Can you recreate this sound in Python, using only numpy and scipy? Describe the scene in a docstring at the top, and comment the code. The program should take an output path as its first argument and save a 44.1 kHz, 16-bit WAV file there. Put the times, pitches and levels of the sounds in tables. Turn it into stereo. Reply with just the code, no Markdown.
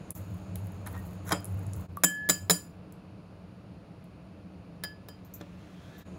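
"""A small, hard kitchen hums throughout and reflects every sound. Wet sago pearls snap and squelch as a
spatula stirs them in a steel strainer, which thrums and scrapes on a glass bowl. From 2 s the strainer is
lifted and knocked on the rim three times to drain it: each impact excites the modes of hoop, mesh and
glass. From 4.8 s it is set back with a few light clinks and slides on the rim with a rising whine."""
import sys
import numpy as np
from scipy import signal
from scipy.fft import rfft, irfft, next_fast_len
from scipy.io import wavfile
from scipy.ndimage import uniform_filter1d

SR = 44100
rng = np.random.default_rng(int(sys.argv[2]) if len(sys.argv) > 2 else 0)


def unload_audio(sound):
    """Save the sound as a 16-bit wav file, at the path given as the first command line argument."""
    columns = np.transpose(np.atleast_2d(sound))
    # keep every value between -1 and 1, then stretch to whole-number steps
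    steps = np.round(np.clip(columns, -1, 1) * 32767)
    wavfile.write(sys.argv[1], SR, steps.astype(np.int16))


N = 272538
TIME = np.arange(N) / SR
AGE = np.arange(SR * 3 // 4) / SR  # time since an excitation, t/s
STIR_S = (0.15, 1.87)  # the stirring sound starts and stops

# spectrum of a sharp contact with the steel: f/Hz, level/dB
CRACK_SPECTRUM = [(60, -30), (300, -12.5), (1500, -10), (2500, -8), (3700, -10), (4400, -7), (5100, -2),
                  (5900, -16.5), (7200, -11), (8700, -6), (10300, -7), (13000, -9.5), (15200, -7)]


def amp(db):
    """Amplitude ratio of a level in dB."""
    return 10 ** (np.asarray(db) / 20)


def unit(x):
    """Normalisation to rms 1."""
    return x / np.sqrt(np.mean(x ** 2) + 1e-20)


def along(points, hz):
    """Interpolation of (f/Hz, value) points on a logarithmic frequency axis."""
    f, values = np.transpose(points)
    return np.interp(np.log(hz + 1), np.log(f + 1), values)


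def fade(t60, t=AGE):
    """Exponential decay by 60 dB in t60 seconds."""
    return np.exp(-np.log(1000) * t / t60)


def hump(s, half_s):
    """Gaussian swell to 1 at time s."""
    return np.exp(-((TIME - s) / half_s) ** 2)


def wobble(per_s, n=N):
    """Random modulation through per_s knots a second."""
    return np.interp(np.arange(n) * per_s / SR, np.arange(1024), rng.standard_normal(1024))


def band(hz, centre_hz, octaves):
    """Band-pass gain, halved at the given octaves from the centre."""
    return 1 / (1 + (np.log2((hz + 1) / centre_hz) / octaves) ** 2)


def resonance(hz, centre, width):
    """Frequency response of a damped oscillator."""
    return 1j * hz * width / (centre ** 2 - hz ** 2 + 1j * hz * width)


def filtered(x, response):
    """Linear filtering: the spectrum of x times a frequency response."""
    n = x.shape[-1]
    padded = next_fast_len(n + SR // 4)
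    return irfft(rfft(x, padded) * response(np.fft.rfftfreq(padded, 1 / SR)), padded)[..., :n]


def noise(spectrum, shape):
    """Coloured Gaussian noise of rms 1."""
    return unit(filtered(rng.standard_normal(shape), lambda hz: amp(along(spectrum, hz))))


def grains(per_s, spread_db):
    """Shot noise: impulses at random moments and of random size."""
    size = amp(spread_db * np.minimum(rng.exponential(size=N), 4))
    return (rng.random(N) < per_s / SR) * rng.standard_normal(N) * size


def add(track, s, sound):
    """Superposition of a sound on the track from time s."""
    part = track[..., round(s * SR):][..., :sound.shape[-1]]
    part += sound[..., :part.shape[-1]]


def diffuse(pair):
    """Diffuse field: sound from all sides is coherent between left and right only in the bass."""
    # likeness of left and right: f/Hz, coherence
    coherence = [(30, .75), (70, 0.95), (200, 0.96), (380, 0.53), (700, 0), (15000, -0.28)]
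    angle = lambda hz: np.arccos(np.clip(along(coherence, hz), -1, 1)) / 2
    mid, side = filtered(pair, lambda hz: np.array([np.cos(angle(hz)), np.sin(angle(hz))]))
    return np.array([mid + side, mid - side])


def kitchen(x, wet_db):
    """Direct sound reaches one side first; reflections from hard walls add a reverberant tail."""
    # lead of left over right: f/Hz, phase/rad
    phase_lead = [(0, 0), (1200, .6), (1800, -.8), (3000, -3.7), (4900, -10.3), (16000, -25.9)]
    # reverberation time: f/Hz, t60/s
    wall_decay = [(200, 0.21), (1500, 0.24), (6000, 0.25), (15000, 0.19)]
    lead = lambda hz: np.interp(hz, *np.transpose(phase_lead)) / 2
    direct = filtered(x, lambda hz: np.exp(1j * np.array([lead(hz), -lead(hz)])))
    hz, t, spectra = signal.stft(rng.standard_normal((2, SR // 2)), SR, nperseg=256)
    spectra = spectra * fade(along(wall_decay, hz)[:, None], t) * (1 - np.exp(-t / 0.0013))
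    tail = signal.istft(spectra, SR, nperseg=256)[1]
    tail = diffuse(tail / np.linalg.norm(tail[0]))
    return direct + amp(wet_db) * signal.fftconvolve(x[None], tail, axes=1)[:, :len(x)]


def room_noise(lull_s=2.13, lull_half_s=.07, lull_db=-12, bass_hz=140):
    """Narrow-band noise hums under a broadband rush and hiss; the bass sinks briefly at lull_s."""
    # bands of the hum: f/Hz, half width/Hz, level/dB
    hum_bands = [(101, 16, -59.5), (180.2, 11, -58.5), (305.4, 56, -64), (660, 16, -74.5)]
    # soft rush: f/Hz, level/dB
    rush_spectrum = [(15, -56.5), (25, -26), (92, -5), (134, -11.5), (180, -1.5), (249, -17.5), (309, -9),
                     (344, -25), (384, -17), (659, -16), (754, -21), (1370, -25.5), (1890, -33.5),
                     (2610, -29.5), (3300, -38), (4500, -36.5), (5800, -46), (8000, -55.5), (9200, -46.5),
                     (12000, -52.5), (13400, -62), (15000, -55), (16000, -60)]
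    # thin hiss: f/Hz, level/dB
    hiss_spectrum = [(500, -10), (1200, 3.5), (2000, -0.5), (2900, -6), (4800, -9), (5700, -15), (6400, 3),
                     (6900, 9), (7700, -10), (8800, 3), (10500, -10), (15000, -22)]
    # steps in loudness: start t/s, rush level/dB, hiss level/dB, hum gain/dB
    steps = [(0, -45, -70, 5), (1.876, -49, -87, 2), (6.041, -45.5, -71, 9)]
    start_s, *levels_db = np.transpose(steps)
    rush_gain, hiss_gain, hum_gain = amp(levels_db)[:, np.searchsorted(start_s[1:], TIME)]
    line = lambda c, w: filtered(rng.standard_normal((2, N)), lambda hz: resonance(hz, c, 2 * w) ** 2)
    hum = hum_gain * sum(amp(db) * unit(line(c, w)) for c, w, db in hum_bands)
    hiss = kitchen(hiss_gain * noise(hiss_spectrum, N), wet_db=-0.5)
    air = diffuse(hum + rush_gain * noise(rush_spectrum, (2, N))) + hiss
    bass = filtered(air, lambda hz: 1 / (1 + (hz / bass_hz) ** 8))
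    return air - bass + bass * amp(lull_db * hump(lull_s, lull_half_s))


def pearl_snaps(gain_db=-1, snap_t60=0.009, octaves=0.7, mesh_db=-25, mesh_t60=.2):
    """Impulse excitation: wet pearls snap against the mesh and leave it ringing."""
    # snaps: t/s, level/dB, centre f/Hz
    snaps = [(.1062, -22.5, 10000), (.301, -52, 14000), (.3436, -45, 12000), (.5565, -28, 11500),
             (.6699, -39, 13000), (.721, -44, 12500), (.8635, -38, 9000), (.8716, -28.5, 10500),
             (.9283, -40, 13000), (.993, -41, 12000), (1.063, -45, 12500), (1.404, -40, 14000),
             (1.4451, -30, 11500), (1.4545, -29, 9500), (1.493, -44, 13500), (1.523, -46, 13000),
             (1.544, -45, 13500), (1.593, -42, 10500), (1.6667, -41, 8500), (1.7345, -32, 7800),
             (1.763, -41, 14500), (1.9707, -32, 12500), (2.9243, -43, 10000), (4.0422, -53, 11000)]
    out = np.zeros(N)
    for s, db, centre_hz in snaps:
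        colour = lambda hz: amp(along(CRACK_SPECTRUM, hz)) * band(hz, centre_hz, octaves) ** 2
        snap = unit(filtered(rng.standard_normal(len(AGE)), colour)) * fade(snap_t60)
        mesh = amp(mesh_db) * wires(colour) * fade(mesh_t60)
        add(out, s, amp(db + gain_db) * (snap + mesh))
    return out


def wires(colour, mean_count=90):
    """High modal density: the woven mesh has a crowd of modes at random frequencies; rms 1."""
    hz = np.fft.rfftfreq(len(AGE), 1 / SR)
    chance, phase = rng.random((2, len(hz)))
    is_mode = chance < mean_count / len(hz)
    return unit(irfft(is_mode * np.exp(2j * np.pi * phase) * colour(hz), len(AGE)))


def pings(t60=.11):
    """Resonant filtering: noise through high modes dies away as a thin ping."""
    # pings: t/s, level/dB
    onsets = [(.150, -41), (5.2475, -54), (5.338, -39), (5.982, -50)]
    # their resonances: f/Hz, width/Hz, level/dB
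    modes = [(7000, 3000, -14), (12400, 1000, -2), (14540, 280, 5), (15200, 460, -9)]
    response = lambda hz: sum(amp(db) * resonance(hz, c, w) ** 2 for c, w, db in modes)
    out = np.zeros(N)
    for s, db in onsets:
        sizzle = unit(filtered(rng.standard_normal(len(AGE)), response))
        add(out, s, amp(db) * sizzle * fade(t60))
    return out


def stirring(spring_hz=94, bowl_hz=178, bowl_db=-12, lean_db=-41.5, trickle_db=-67, squelch_db=-68):
    """Forced vibration: strokes set the loaded strainer thrumming while pearls unstick and squelch."""
    # spatula strokes, then shakes by hand: peak t/s, half length/s, thrum level/dB, sliding level/dB
    strokes = [(0.188, 0.052, -46.5, -49), (0.323, 0.029, -38, -68), (0.617, 0.069, -36, -68),
               (.99, .09, -38, -51), (1.302, 0.035, -39, -42), (1.556, 0.067, -32.5, -63),
               (1.678, 0.019, -31, -74), (1.776, 0.056, -36, -52.5), (1.925, .04, -37, -75),
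               (2.44, .05, -38, -75)]
    # pearls unsticking: f/Hz, level/dB
    wet_spectrum = [(400, 6), (1500, -5), (3000, -9), (5600, -13), (6800, -2), (10000, -1), (12400, 3),
                    (15300, 2)]
    active = uniform_filter1d(1. * ((TIME > STIR_S[0]) & (TIME < STIR_S[1])), size=1000)
    push, sliding = amp(lean_db) * active, amp(trickle_db) * active  # between strokes
    for s, half_s, push_db, slide_db in strokes:
        push = push + amp(push_db) * hump(s, half_s)
        sliding = sliding + amp(slide_db) * hump(s, half_s)
    response = lambda hz, c: resonance(hz, c, width=11) * resonance(hz, c, width=26.7)
    mode = lambda c: unit(filtered(rng.standard_normal(N), lambda hz: response(hz, c)))
    spring = mode(spring_hz)
    spring = unit(spring / (np.abs(signal.hilbert(spring)) + .5))  # steady pressure evens the swings
    thrum = spring + amp(bowl_db) * mode(bowl_hz)
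    clumps = amp(5.5 * wobble(per_s=60))  # pearls come loose in bunches
    ticks = filtered(grains(per_s=1100, spread_db=4), lambda hz: amp(along(wet_spectrum, hz)))
    slush = amp(-4) * sliding * unit(clumps * ticks)
    squelch = amp(squelch_db + 3 * wobble(per_s=14)) * bubbles()
    return amp(-3.5) * push * thrum + kitchen(slush + squelch, wet_db=-5)


def bubbles(count=420, centre_hz=950, spread_octaves=.7, life_cycles=22, spread_db=4):
    """Bubble resonance: air pockets pop between the wet pearls, each at its own pitch."""
    out = np.zeros(N)
    t = AGE[AGE < .06]
    for s, (pitch, size) in zip(rng.uniform(*STIR_S, count), rng.standard_normal((count, 2))):
        hz = centre_hz * 2 ** (spread_octaves * pitch)
        envelope = fade(life_cycles / hz, t) * (1 - np.exp(-t * hz))
        add(out, s, amp(spread_db * min(size, 1.5)) * np.sin(2 * np.pi * hz * t) * envelope)
    return unit(out)


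def scraping(scrape_octaves=1.37, squeak_octaves=0.03):
    """Stick-slip friction: edges jerk over the steel, broadband as a scrape, narrow as a squeak; one brief
    burst sounds as a dull tap."""
    # steel under the spatula or on the rim, the last row a brief dull tap: t/s, half length/s, level/dB, centre
    # f/Hz
    scrapes = [(.558, .003, -49, 2800), (.872, .011, -43, 1400), (.95, .03, -48, 1050),
               (1.290, .018, -42, 1400), (1.283, .014, -44, 9000), (1.2945, .003, -37, 9500),
               (1.310, .005, -33, 6500), (1.328, 0.015, -28, 950), (4.846, .012, -46, 1400),
               (5.412, 0.005, -42, 2600)]
    # the rubbed rim sings: t/s, half length/s, level/dB, f/Hz
    squeaks = [(.973, .03, -54, 1880), (1.326, .011, -35, 3205), (1.328, .011, -33, 4965),
               (1.376, .022, -45, 4985)]
    out = np.zeros(N)
    for events, octaves in [(scrapes, scrape_octaves), (squeaks, squeak_octaves)]:
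        for s, half_s, db, centre_hz in events:
            slips = grains(per_s=2800, spread_db=5)
            rub = unit(filtered(slips, lambda hz: band(hz, centre_hz, octaves) ** 2))
            out += amp(db) * rub * hump(s, half_s)
    return kitchen(out, wet_db=-9)


def node(hz, weak_hz, depth_db=-13, octaves=.2):
    """Modes with a node at the point of contact are weakly excited: a notch around weak_hz."""
    return amp(depth_db * band(hz, weak_hz, octaves))


def ring(modes, weak_hz, tilt_db=0, pivot_hz=5000, flutter_db=3, flutter_turns=.1):
    """Free decay of modes struck at random strengths; loose contact makes level and phase waver."""
    hz, db, t60 = np.transpose(modes)[:, :, None]
    flutter = lambda: np.array([wobble(per_s=110, n=len(AGE)) for _ in modes])
    struck_db = db + tilt_db * np.log2(hz / pivot_hz) + rng.standard_normal(hz.shape)
    size = amp(struck_db + flutter_db * flutter())
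    turns = hz * AGE + rng.random(hz.shape) + flutter_turns * flutter()
    return np.sum(size * node(hz, weak_hz) * fade(t60) * np.sin(2 * np.pi * turns), 0)


def strainer_impacts(crack_t60=0.02, thud_t60=.055, thud_db=-9, body_db=4,
                     mesh_db=-22, mesh_hz=11000, mesh_t60=.3, bite_s=0.0006, loosen_s=.006):
    """Impact excitation: steel on glass cracks, thumps the bowl, rings the hoop and rattles the mesh."""
    # touches, several in a skipping knock: t/s, crack level/dB, thump level/dB, hoop level/dB, weak f/Hz
    contacts = [(1.320, -13, -24, -31, 14500), (1.326, -15, -20, -33, 14500), (2.036, -5, -31, -17, 4100),
                (2.0395, -11, -24, -19, 4100), (2.0425, -9, -34, -18, 4100), (2.0455, -11, -27, -18, 4100),
                (2.2895, -12, -25, -38, 4200), (2.296, -8, -30, -13, 11200), (2.299, -7, -22, -16, 11200),
                (2.304, -21, -30, -20, 4000), (2.4975, -3.5, -23, -25, 11700),
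                (2.5015, -12, -28, -24, 7700), (2.506, -8, -25, -14.5, 11800),
                (2.509, -7.5, -22, -14.5, 7900), (4.837, -20, -40, -44, 7200),
                (4.8415, -26, -42, -48, 7200), (4.847, -33, -42, -53, 7200), (5.086, -31, -41, -48, 7200),
                (5.411, -62, -33, -75, 7200)]
    # the steel hoop: f/Hz, level/dB, t60/s
    hoop_modes = [(3775, -18, .025), (3945, -13, .05), (4980, -7, .045), (6450, -23, .09), (7090, 0, .045),
                  (7065, -12, .21), (7190, -9, .07), (7285, -16, .16), (7721, -10, .17), (7830, -11, .11),
                  (8560, -10, .06), (8880, -8, .1), (9200, -16, .031), (9980, -11, .06), (10746, -14, .08),
                  (10825, -11, .06), (11400, -17, .07), (12100, -14, .09), (13120, -9, .06),
                  (13650, -13, .08), (14700, -17, .06), (15470, -15, .08)]
    # bowl, water and counter knocked together: f/Hz, width/Hz, level/dB
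    body_modes = [(179, 11, 9), (298, 28, 3), (441, 27, -3.5), (570, 50, -2), (690, 60, -9), (983, 60, -7),
                  (1186, 43, -5.5), (1400, 90, -9), (1732, 66, -6), (2128, 170, -14), (2450, 150, -15)]
    # dull part of the impact: f/Hz, level/dB
    thud_spectrum = [(100, -29), (250, -13), (450, 14), (900, 0), (1300, -1.5), (4000, -12), (8000, -40)]
    out = np.zeros((2, N))
    body = lambda hz: sum(amp(db) * resonance(hz, c, w) for c, w, db in body_modes)
    knock = filtered(fade(.0012), body)
    knock = amp(body_db) * knock / np.abs(knock).max()
    bite = 1 - np.exp(-AGE / bite_s)  # the hoop skids into each contact
    for s, crack_db, thump_db, hoop_db, weak_hz in contacts:
        rattle = amp(4 * wobble(per_s=330, n=len(AGE)) * (1 - np.exp(-AGE / loosen_s)))
        crack = filtered(noise(CRACK_SPECTRUM, len(AGE)), lambda hz: node(hz, weak_hz))
        crack = amp(crack_db) * crack * rattle * fade(crack_t60)
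        thud = amp(thump_db + thud_db) * noise(thud_spectrum, len(AGE)) * rattle * fade(thud_t60)
        mesh = wires(lambda hz: band(hz, mesh_hz, .9) ** 2 * node(hz, weak_hz))
        mesh = amp(mesh_db) * unit(rattle * mesh) * fade(mesh_t60)
        steel = amp(hoop_db) * (ring(hoop_modes, weak_hz) + mesh)
        add(out, s, kitchen(bite * (crack + thud + steel), wet_db=-17))
        add(out, s, kitchen(amp(thump_db) * knock, wet_db=-3))
    return out


def bowl_chimes(note_hz=1711, free_t60=5, beat_hz=11, twin_db=-9, lifted_s=2.035, lowered_s=2.29):
    """Damping and mode splitting: the glass rings freely, but fades and beats under the strainer."""
    # knocks: t/s, overtone level/dB, tilt/(dB per octave), weak f/Hz, note level/dB, contact t60/s
    knocks = [(1.320, -30, 0, 12280, -53, .13), (2.037, -29, -7, 5200, -33.5, .25),
              (2.290, -22, 0, 12280, -35, .33), (2.498, -17, 4, 3500, -34, .36),
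              (4.837, -35.5, -3, 9497, -34.5, .33), (5.086, -45, -2, 9497, -55, .28)]
    # overtones of the free bowl, some in close pairs: f/Hz, level/dB, t60/s
    glass_modes = [(3127, -8, .42), (4880, -7, .3), (4902, -4.5, .4), (5068, -8, .2), (7036, -13, .5),
                   (9497, -6, .24), (12280, -16, .22)]
    out = np.zeros((2, N))
    for s, glass_db, tilt_db, weak_hz, note_db, resting_t60 in knocks:
        t = s + AGE
        resting_s = np.cumsum((t < lifted_s) | (t > lowered_s)) / SR  # time spent under the strainer
        damping = fade(resting_t60, resting_s)
        twin = amp(twin_db) * np.sin(2 * np.pi * (note_hz * t + beat_hz * resting_s))
        note = (np.sin(2 * np.pi * note_hz * t) + twin) / (1 + amp(twin_db))
        add(out, s, kitchen(amp(glass_db) * ring(glass_modes, weak_hz, tilt_db) * damping, wet_db=-6))
        add(out, s, kitchen(amp(note_db) * note * fade(free_t60) * damping, wet_db=-12))
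    return out


def drip(s=1.972, db=-28, hz=1150, t60=0.05):
    """Bubble resonance: the air trapped by one drop rings as a damped sine."""
    out = np.zeros(N)
    add(out, s, amp(db) * np.sin(2 * np.pi * hz * AGE) * fade(t60))
    return out


def rim_slide(start_s=5.1, end_s=6.04, start_hz=2150, end_hz=3800, rub_db=-61, whine_db=-68, note_db=-63):
    """Sliding friction: the strainer speeds up on the rim, its whine rises and the bowl's note stirs."""
    speed = np.clip((TIME - start_s) / (end_s - start_s), 0, 1) * (TIME < end_s)
    slips = lambda colour: unit(filtered(grains(per_s=3930, spread_db=.5), colour))
    rub = amp(rub_db) * slips(lambda hz: band(hz, centre_hz=1700, octaves=2.1) ** 2)
    pitch_hz = start_hz + (end_hz - start_hz) * speed ** 1.5
    roughness = slips(lambda hz: np.exp(-(hz / 380) ** 2))  # widens the whine into a band
    whine = amp(whine_db) * unit(roughness * np.sin(2 * np.pi * np.cumsum(pitch_hz) / SR))
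    note = amp(note_db) * slips(lambda hz: resonance(hz, centre=1685, width=130) ** 2)
    return kitchen(speed * rub + speed ** 3 * note + np.sqrt(speed) * whine, wet_db=-0.5)


def scene():
    """Superposition of all sources, a little louder on the right."""
    knocks = strainer_impacts() + bowl_chimes()
    small_sounds = kitchen(pearl_snaps() + pings() + drip(), wet_db=-11)
    mix = knocks + small_sounds + scraping() + stirring() + rim_slide() + room_noise()
    return mix * amp([[-.4], [.4]])


def record(dry, top_hz=15750):
    """Gain modulation and band limiting: the level dips briefly three times; a steep low-pass follows."""
    # dips: t/s, half width/s, level/dB
    dips = [(0.138, 0.014, -19.5), (1.876, 0.012, -15), (6.043, .014, -15)]
    gain_db = sum(db * hump(s, half_s) for s, half_s, db in dips)
    return filtered(dry * amp(gain_db), lambda hz: 1 / np.sqrt(1 + (hz / top_hz) ** 300))


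dry = scene()
out = record(dry)
unload_audio(out)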